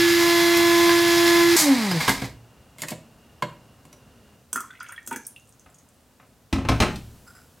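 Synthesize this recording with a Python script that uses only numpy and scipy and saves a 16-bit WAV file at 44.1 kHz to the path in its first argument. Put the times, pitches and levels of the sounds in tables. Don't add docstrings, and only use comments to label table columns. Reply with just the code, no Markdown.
import sys
import numpy as np
from scipy import signal
from scipy.fft import rfft, irfft, next_fast_len
from scipy.io import wavfile
from scipy.ndimage import map_coordinates

SR = 44100
rng = np.random.default_rng(int(sys.argv[2]) if len(sys.argv) > 2 else 0)


def store_wav(level_fs):
    pcm = np.round(np.clip(np.atleast_2d(level_fs), -1, 1) * 32767)
    wavfile.write(sys.argv[1], SR, pcm.T.astype(np.int16))


N = 335160
TIME = np.arange(N) / SR
AGE = np.arange(SR // 2) / SR

OFF_S, SHAFT_HZ, MAINS_HZ = 1.563, 341.6, 50
# order, level/dB
WHINE = [(4, -41.5), (5, -30.5), (6, -31.5), (8, -44), (10, -37), (12, -41), (14, -45), (20, -44),
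         (30, -45.5)]
# f/Hz, level/dB
SIDE_LINES = [(1125, -43.5), (1266, -49), (1466, -55), (1808, -56), (2150, -41.5), (2291, -43),
              (3174, -42.5), (3316, -41.5), (3516, -38), (3658, -46.5), (3858, -42)]
# t/s, level/dB
UNBALANCE_HUM = [(0.03, -17.5), (0.33, -19), (0.89, -16.5), (1.048, -19), (1.446, -16), (1.53, -16)]
# f/Hz, density/dB per Hz
SWIRL_COLOUR = [(25, -36.5), (42, -24.5), (62, -10.5), (110, -2.5), (260, -8), (470, -15.5), (700, -10.5),
                (900, -5.5), (1300, -6), (2100, -1), (2900, -5.5), (4800, -4), (7500, -13), (9500, -15.5),
                (13000, -12), (16000, -25.5)]
# f/Hz, width/Hz, level/dB
CUP_RESONANCES = [(932, 200, -4), (1714, 122, -1.5), (2022, 210, -0.5), (3950, 420, -4.5),
                  (4900, 860, -4.5)]
BUZZ_START_S, BUZZ_LENGTH_S = .12, 1.302
SECOND_DB, THIRD_DB, THIRD_GROWS = -31.5, -31.5, 2.8
SWIRL_DB, SWIRL_GROWS = -22.5, 0.15
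# f/Hz, left minus right/dB
GRINDER_BALANCE = [(60, 2.0), (110, 3.5), (200, 0), (380, -1.5), (700, 2.5), (1290, 0), (2380, -1.0),
                   (4400, -2.0), (8120, 0), (15000, -1)]

# f/Hz, density/dB per Hz
RATTLE_COLOUR = [(30, -30.5), (60, -13), (150, 3.5), (450, -1.5), (1000, 8.5), (1350, 0), (2150, 9.5),
                 (2700, 0.5), (4800, 3), (7000, -21), (16000, -44)]
# f/Hz, density/dB per Hz
HISS_COLOUR = [(1500, -29), (4000, -4.5), (7000, 0.5), (8600, -2.5), (10000, -6), (13000, -5.5),
               (16000, -20)]
# f/Hz, width/Hz, level/dB
HOUSING_RESONANCES = [(275.7, 9.9, 1), (159, 11, -12.5)]
# t/s, length/s, rattle level/dB, hiss level/dB
FLARES = [(1.558, 0.054, -25, -18), (2.001, 0.049, -29, -36.5), (2.076, 0.021, -28, -28.5),
          (2.215, 0.036, -40, -47.5)]
RATTLE_DB, RATTLE_EXPONENT = -26, 0.75
HISS_DB, HISS_EXPONENT = -35, 0.85
SHAKE_START_S, SHAKE_LENGTH_S = 1.59, .39
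FLARE_ATTACK_S, FLARE_T60_S = .003, .29
DRAG_PER_S, FRICTION_HZ_PER_S = .95, 207
JAM_S, JAM_HZ_PER_S = 2.0, 180
COAST_ORDERS_DB, COAST_FALL_DB = -6, 3

# t/s, body level/dB, thud level/dB, crack level/dB, note f/Hz
GRINDER_HITS = [(.572, -38, -44, -23, 10400), (.892, -18.5, -52, -33.5, 1017),
                (1.268, -25, -46, -30.5, 4200), (1.565, -25.5, -45.5, -21, 1630),
                (1.912, -25.5, -34, -30.5, 4970), (2.005, -25.5, -36, -33.5, 2150),
                (2.079, -14.5, -23.5, -28.5, 990), (2.092, -16, -25, -21, 2080),
                (2.218, -32.5, -29, -43, 2170)]
# t/s, body level/dB, thud level/dB, crack level/dB, note f/Hz
LID_HITS = [(2.784, -41, -50, -42.5, 2130), (2.819, -29.5, -42, -22, 2105), (2.834, -22, -39.5, -35, 1830),
            (2.884, -28.5, -55, -27, 2530), (2.905, -45, -46, -28, 7550), (2.918, -24.5, -35, -45.5, 634),
            (3.423, -13, -29.5, -34, 1015), (3.852, -50, -54, -49.5, 1010),
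            (3.928, -42.5, -57, -45.5, 5880)]
# t/s, body level/dB, thud level/dB, crack level/dB, note f/Hz
KETTLE_HITS = [(5.66, -41.5, -57, -79, 690), (6.198, -42.5, -61, -82, 740), (6.527, -18, -21.5, -30, 1335),
               (6.582, -26, -31, -48.5, 630), (6.65, -25, -28, -48, 874), (6.687, -9.5, -16, -26.5, 1446),
               (6.802, -10, -14.5, -22, 603), (6.821, -11.5, -25, -27.5, 1248), (6.957, -61, -57, -38, 673)]
# f/Hz, level/dB, t60/s before shortening in knocks()
CUP_MODES = [(62.7, -11.5, 0.67), (119.8, -2, .5), (269, -3, 0.58), (794, 1, 0.045), (1642, 9.5, 0.089)]
LID_MODES = [(123, -0.5, .35), (161, 5.5, 0.28), (270, -2, 0.23), (590, -11, 0.21), (984, -2, 0.07),
             (1144, -11, 0.071), (1290, -15, 0.09), (1665, -5, 0.092), (2170, -3, 0.11),
             (4230, -10.5, 0.12)]
KETTLE_MODES = [(111.1, -6, 1), (158.6, -0.5, 0.62), (235, 0.5, 0.23), (278, -1, 0.42), (1050, -13.5, 0.42),
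                (2520, -18, 0.18)]
# f/Hz, density/dB per Hz
CUP_COLOUR = [(30, -31), (130, -5.5), (450, -13), (1000, -2.5), (2200, -10), (6000, -11.5), (13000, -9.5),
              (16000, -22)]
LID_COLOUR = [(47, -27), (80, -27.5), (271, -6), (461, -18.5), (575, -1.5), (802, -13.5), (1000, -1),
              (1200, -5), (2600, -7), (6170, -17.5), (6890, -11), (13100, -18.5), (16000, -25.5)]
KETTLE_COLOUR = [(25, -38), (40, -4), (65, 5), (150, -1.5), (250, 3), (420, -11.5), (1000, -14.5),
                 (2500, -20.5), (5000, -33.5), (10000, -43.5), (16000, -54)]
ROCK_S, ROCK_LOSS_DB = .03, 8.5
# t/s, length/s, level/dB
LID_DRAGS = [(2.779, .028, -45), (2.868, 0.043, -40.5)]

# t/s, spray level/dB, dull slap level/dB
SPLASHES = [(4.5297, -11.5, -38), (4.5591, -15.5, -35.5), (4.6049, -21.5, -54), (5.0747, -17.5, -40),
            (5.1101, -29, -35), (5.1268, -24, -36), (5.1605, -22.5, -36)]
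# f/Hz, density/dB per Hz
SPRAY_COLOUR = [(880, -24.5), (1500, -9), (1760, -25.5), (2490, -19), (3810, -21.5), (6000, -14),
                (8000, -5.5), (11000, -11), (12200, -11), (16000, -17)]
# t/s, level/dB, starting pitch f/Hz
PLOPS_AND_CLINK = [(4.558, -12, 1363), (4.575, -21, 1270), (4.606, -26.5, 1250), (4.705, -31, 1485),
                   (4.708, -36.5, 3450), (4.752, -34, 2040), (4.806, -22.5, 1397), (4.892, -27, 1390),
                   (4.923, -27, 1560), (4.962, -36, 3210), (4.979, -23, 1810), (5.112, -21.5, 1460),
                   (5.114, -24, 886), (5.129, -27, 2400), (5.16, -23, 1630), (5.362, -29, 2700)]
# t/s, level/dB, starting pitch f/Hz
DROPLETS = [(4.8015, -33.5, 4840), (4.8284, -30.5, 8900), (4.8863, -33.5, 6560), (4.9217, -27.5, 8940),
            (5.0634, -27, 7450), (5.1597, -29.5, 6090), (5.25, -37, 5450), (5.2669, -15, 9180),
            (5.7438, -40, 6630), (5.7848, -40, 6560)]
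# t/s, length/s, bubble level/dB
GUSHES = [(4.562, 0.23, -48), (4.803, .14, -40.5), (5.106, .04, -35.5)]
# f/Hz, width/Hz, level/dB
POT_RESONANCES = [(994, 140, 2), (3320, 70, 5.5), (6200, 170, 4)]
TRICKLE_HZ, TRICKLE_OCTAVES = 1740, 0.371
FOAM_HZ, FOAM_OCTAVES, FOAM_DB = 7800, .2, -6.5
FOAM_DELAY_S, FOAM_LIFE_S, FOAM_FADE_DB_PER_S = .06, 1.3, 12

# t/s, length/s, level/dB
SCRAPES = [(7.261, 0.016, -51), (7.345, 0.023, -54.5)]
# f/Hz, width/Hz, level/dB
METAL_RESONANCES = [(1424, 68, 4.5), (5020, 140, -7), (7500, 230, -10.5), (10200, 500, -16.5)]

# f/Hz, t60/s
KITCHEN_DECAY = [(60, 0.93), (120, 0.29), (300, 0.45), (1000, 0.32), (3000, 0.36), (8000, .33),
                 (16000, 0.17)]
# f/Hz, density/dB per Hz
ROOM_TONE = [(15, -50.5), (25, -18.5), (53, -3), (114, 1), (166, -4.5), (249, -1.5), (317, -10.5),
             (516, -9), (796, -13), (1440, -16), (2280, -21.5), (2840, -18), (3080, -20.5), (7510, -20),
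             (16000, -23.5)]
AIR_DROP_S = 4.45
AIR_BEFORE_DB, AIR_AFTER_DB, AIR_HISS_DB = -52, -57, -62
RUMBLE_START_S, RUMBLE_DB, RUMBLE_T60_S = 6.69, -50.5, 5.9
TOP_HZ = 16100


def grinding():
    hum_db = np.interp(TIME, *np.transpose(UNBALANCE_HUM))
    load_db = hum_db - hum_db[TIME < OFF_S].mean()
    turn = 2 * np.pi * np.cumsum(SHAFT_HZ * (1 + 0.00059 * wobble(20))) / SR
    torque = 2 * np.pi * 2 * MAINS_HZ * TIME

    def line(order, db, waver_db):
        phase = order * turn + 0.15 * wobble(40) + rng.uniform(0, 2 * np.pi)
        return amp(db + waver_db * wobble(5.58)) * np.sin(phase)

    lines = [(round(order), db) for order, db in WHINE]
    lines += [(hz / SHAFT_HZ, db) for hz, db in SIDE_LINES]
    whine = sum(line(order, db, waver_db=2.2) for order, db in lines)
    second = line(1.998, SECOND_DB, waver_db=1.0)
    third = line(3, THIRD_DB + THIRD_GROWS * load_db, waver_db=1.9)
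    buzz = swell(BUZZ_START_S, BUZZ_LENGTH_S, attack=0.15, t60=0.45) * (second + third)
    tone = np.sqrt(2) * (amp(hum_db) * np.sin(turn) + whine + buzz)

    sweep = 1 + 0.12 * np.cos(turn) + 0.037 * np.cos(2 * turn) + 0.11 * np.cos(torque)
    spray = noise(SWIRL_COLOUR) * sweep
    ring = in_cup(grit(rate=4500, spread_db=1.5) * sweep) * amp(1.6 * wobble(22))
    swirl_level = amp(SWIRL_DB + SWIRL_GROWS * load_db + 0.53 * wobble(30))
    grounds = swirl_level * (amp(-2.5) * spray + amp(-9) * ring)
    return (tone + grounds) * np.clip((OFF_S - TIME) / 0.004, 0, 1)


def coasting():
    speed = coasting_speed()
    turn = 2 * np.pi * np.cumsum(SHAFT_HZ * speed) / SR
    shaking = swell(SHAKE_START_S, SHAKE_LENGTH_S, attack=0.053, t60=0.077)
    shake = shaking * np.sin(turn)
    hum = amp(-23.5) * shake + amp(-10) * filtered(shake, lambda hz: resonances(HOUSING_RESONANCES, hz))

    orders = np.zeros(N)
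    for order in range(2, 8):
        level = amp(COAST_ORDERS_DB - COAST_FALL_DB * (order - 2) + 5.1 * wobble(28.03))
        orders += level * np.sin(order * turn + rng.uniform(0, 2 * np.pi))

    sweep = 1 + 0.13 * np.cos(turn)
    cup_ring = in_cup(grit(rate=1400, spread_db=1.5) * sweep)
    rattle = amp(-1.5) * noise(RATTLE_COLOUR) * sweep + amp(-6.5) * cup_ring
    hiss = noise(HISS_COLOUR) * (1 + 0.1 * np.cos(turn))

    rattle_power = (amp(RATTLE_DB) * speed ** RATTLE_EXPONENT) ** 2
    hiss_power = (amp(HISS_DB) * speed ** HISS_EXPONENT) ** 2
    for s, length, rattle_db, hiss_db in FLARES:
        flare = swell(s, length, FLARE_ATTACK_S, FLARE_T60_S)
        rattle_power = rattle_power + (amp(rattle_db) * flare) ** 2
        hiss_power = hiss_power + (amp(hiss_db) * flare) ** 2
    whole = hum + np.sqrt(rattle_power) * (rattle + orders * shaking) + np.sqrt(hiss_power) * hiss
    return whole * np.clip((TIME - OFF_S) / 0.0018, 0, 1)


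def coasting_speed():
    creep_hz = FRICTION_HZ_PER_S / DRAG_PER_S
    free_hz = (SHAFT_HZ + creep_hz) * np.exp(-DRAG_PER_S * (TIME - OFF_S)) - creep_hz
    braking_hz = JAM_HZ_PER_S * np.maximum(TIME - JAM_S, 0)
    return np.clip((free_hz - braking_hz) / SHAFT_HZ, 0, 1)


def in_cup(x):
    return unit(filtered(x, lambda hz: resonances(CUP_RESONANCES, hz)))


def pouring():
    water = amp(-3) * bubbles(PLOPS_AND_CLINK, cycles=48.4, rise=0.13, froth=0.23)
    water += amp(-7) * bubbles(DROPLETS, cycles=180, rise=0.11, froth=0.66)
    for s, db, slap_db in SPLASHES:
        spray = amp(db - 7.5) * noise(SPRAY_COLOUR, size=len(AGE)) * fade(0.02, 0.00018)
        slap = amp(slap_db - 2) * band(rng.standard_normal(len(AGE)), 207, 360) * fade(0.095, 0.003)
        add(water, s, spray + slap)
    water += amp(-4.5) * bubbles(trickle_bubbles(count=18, spread_db=4.5), cycles=49, rise=0.11, froth=0.54)
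    water += bubbles(foam_bubbles(count=46, spread_db=4.0), cycles=40, rise=0.2, froth=1.0)
    return water + filtered(water, lambda hz: resonances(POT_RESONANCES, hz))


def bubbles(rows, cycles, rise, froth):
    track, age = np.zeros(N), AGE[:SR // 10]
    for s, db, hz in rows:
        life = cycles / hz
        pitch = hz * (1 + rise * np.minimum(age / life, 1))
        tone = np.sin(2 * np.pi * np.cumsum(pitch) / SR)
        neighbours = band(rng.standard_normal(len(age)), 1.17 * hz, 1.1 * hz)
        add(track, s, amp(db) * (tone + froth * neighbours) * fade(life, 0.00065)[:len(age)])
    return track


def trickle_bubbles(count, spread_db):
    rows = []
    for s, length, db in GUSHES:
        size, pitch = rng.standard_normal((count, 2)).clip(-2, 2).T
        age = length * (np.arange(count) + rng.random(count)) / count
        rows += zip(s + age, db + spread_db * size, TRICKLE_HZ * 2 ** (TRICKLE_OCTAVES * pitch))
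    return rows


def foam_bubbles(count, spread_db):
    rows = []
    for s, _, db in GUSHES:
        size, pitch = rng.standard_normal((count, 2)).clip(-2, 2).T
        age = FOAM_LIFE_S * ((np.arange(count) + rng.random(count)) / count) ** 1.4
        level_db = db + FOAM_DB - FOAM_FADE_DB_PER_S * age + spread_db * size
        rows += zip(s + FOAM_DELAY_S + age, level_db, FOAM_HZ * 2 ** (FOAM_OCTAVES * pitch))
    return rows


def knocks(hits, modes, colour, body_db, thud_db, crack_db, ring_db, note_db, t60, thud_t60):
    track = np.zeros(N)
    for s, body, thud, crack, note_hz in hits:
        burst = noise(colour, size=len(AGE))
        sound = amp(body + body_db) * band(burst, 540, 3800) * fade(t60, 0.0008)
        sound += amp(thud + thud_db) * band(burst, 45, 475) * fade(thud_t60, 0.0029)
        sound += amp(crack + crack_db) * band(burst, 4230, 19000) * fade(0.7 * t60, 0.00024)
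        sound += amp(body + note_db) * np.sin(2 * np.pi * note_hz * AGE) * fade(t60, 0.00044)
        for hz, db, ring_t60 in modes:
            force_db = thud if hz < 450 else body - 9
            swing = np.sin(2 * np.pi * hz * rng.normal(1, .01) * AGE) * rng.choice([-1, 1])
            level = amp(force_db + ring_db + db + rng.normal(0, 1.3))
            sound += level * swing * fade(.7 * ring_t60, 0.0016)
        add(track, s, sound)
    return track


def rocking(hits):
    rebounds = []
    for s, body, thud, crack, hz in hits:
        softer = (body - ROCK_LOSS_DB, thud - ROCK_LOSS_DB, crack - 2 * ROCK_LOSS_DB)
        rebounds.append((s + ROCK_S, *softer, hz))
    return list(hits) + rebounds


def lid_slide():
    def lid_tone(hz):
        return amp(along(LID_COLOUR, hz)) * hz / (hz + 3500)

    dust = unit(filtered(grit(rate=3700, spread_db=2.5), lid_tone))
    return strokes(LID_DRAGS, attack=.018, t60=0.077) * dust


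def scrape():
    slips = grit(rate=1100, spread_db=4.5)
    ringing = unit(filtered(slips, lambda hz: resonances(METAL_RESONANCES, hz)))
    return strokes(SCRAPES, attack=.005, t60=.28) * ringing


def kitchen(x, early_db, late_db, side_db):
    hz, t, z = signal.stft(rng.standard_normal((2, SR)), SR, nperseg=256)
    decay = amp(-60 * t / along(KITCHEN_DECAY, hz)[:, None])
    tail = signal.istft(z * decay, SR, nperseg=256)[1][:, :len(AGE)]
    early = rng.standard_normal((2, len(AGE))) * fade(0.065, .003)
    answer = amp(early_db) * early / np.linalg.norm(early[0])
    answer = answer + amp(late_db) * tail / np.linalg.norm(tail[0])
    mid, side = signal.fftconvolve(x[None], answer, axes=1)[:, :N]
    width = [(350, -10.0), (600, -11.0), (9000, -2)]  # f/Hz, level/dB
    side = filtered(side, lambda f: amp(side_db + along(width, f)))
    return x + mid + np.array([side, -side])


def background():
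    before = np.clip((AIR_DROP_S - TIME) / 0.12, 0, 1)
    sing = band(rng.standard_normal(N), 2720, 2900) * before
    sing = unit(filtered(sing, lambda hz: 1 / (1 + ((hz - 2810) / 90) ** 2)))
    air = noise(ROOM_TONE)
    low = filtered(air, lambda hz: 1 / (1 + (hz / 3000) ** 2))
    level = amp(AIR_AFTER_DB + (AIR_BEFORE_DB - AIR_AFTER_DB) * before)
    rustle = amp(RUMBLE_DB) * swell(RUMBLE_START_S, 0, attack=.05, t60=RUMBLE_T60_S) * noise(ROOM_TONE)
    return level * low + amp(AIR_HISS_DB) * (air - low) + amp(-72.5) * sing + rustle


def amp(db):
    return 10 ** (np.asarray(db) / 20)


def unit(x):
    return x / np.sqrt(np.mean(x ** 2) + 1e-20)


def along(points, hz):
    f, v = np.transpose(points)
    return np.interp(np.log(hz + 1), np.log(f + 1), v)


def wobble(rate):
    knots = rng.standard_normal(int(N * rate / SR) + 4)
    return map_coordinates(knots, [TIME * rate])


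def filtered(x, response):
    n = x.shape[-1]
    m = next_fast_len(n + 8192)
    return irfft(rfft(x, m) * response(np.fft.rfftfreq(m, 1 / SR)), m)[..., :n]


def resonances(modes, f):
    return sum(amp(db) * 1j * f * w / (c * c - f * f + 1j * f * w) for c, w, db in modes)


def noise(spectrum, size=N):
    return unit(filtered(rng.standard_normal(size), lambda hz: amp(along(spectrum, hz))))


def band(x, lo_hz, hi_hz):
    def response(hz):
        return 1 / np.sqrt((1 + (lo_hz / (hz + 1)) ** 8) * (1 + (hz / hi_hz) ** 8))

    return unit(filtered(x, response))


def grit(rate, spread_db):
    struck = rng.random(N) < rate / SR
    return unit(struck * rng.standard_normal(N) * amp(spread_db * rng.standard_normal(N)))


def fade(t60, attack):
    return amp(-60 * AGE / max(t60, .002)) * (1 - np.exp(-AGE / attack))


def swell(s, length, attack, t60):
    rise = np.clip((TIME - s) / max(attack, 1 / SR), 0, 1)
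    return rise * amp(-60 * np.maximum(TIME - s - length, 0) / t60)


def strokes(rows, attack, t60):
    return sum(amp(db) * swell(s, length, attack, t60) for s, length, db in rows)


def add(track, s, sound):
    part = track[max(round(s * SR), 0):][:len(sound)]
    part += sound[:len(part)]


def scene():
    grinder = kitchen(grinding() + coasting(), early_db=-19, late_db=-25, side_db=5.0)
    halves = np.array([[.5], [-.5]])
    grinder = filtered(grinder, lambda hz: amp(along(GRINDER_BALANCE, hz) * halves))

    switch_and_cup = knocks(GRINDER_HITS, CUP_MODES, CUP_COLOUR, body_db=-1.5, thud_db=1, crack_db=-0.5,
                            ring_db=-1.5, note_db=0, t60=0.077, thud_t60=0.17)
    lid = knocks(LID_HITS, LID_MODES, LID_COLOUR, body_db=-8.5, thud_db=3, crack_db=-1.5,
                 ring_db=-4.5, note_db=-1.5, t60=0.045, thud_t60=0.13)
    handling = switch_and_cup + lid + lid_slide()
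    handling = kitchen(handling, early_db=-7, late_db=-7.5, side_db=-12) * amp([[-.4], [.4]])

    water = kitchen(pouring() + scrape(), early_db=-4.5, late_db=-6.0, side_db=-10.5) * amp([[-.4], [.4]])

    kettle = knocks(rocking(KETTLE_HITS), KETTLE_MODES, KETTLE_COLOUR, body_db=-7, thud_db=3.5, crack_db=1.0,
                    ring_db=-6, note_db=-16, t60=0.082, thud_t60=0.13)
    setting_down = kitchen(kettle, early_db=-14.5, late_db=-3.5, side_db=-12.5) * amp([[.25], [-.25]])

    air = background() + amp(-70) * noise(ROOM_TONE) * np.array([[1], [-1]])
    return grinder + handling + water + setting_down + air


def record(dry):
    return filtered(dry, lambda hz: hz < TOP_HZ)


dry = scene()
out = record(dry)
store_wav(out)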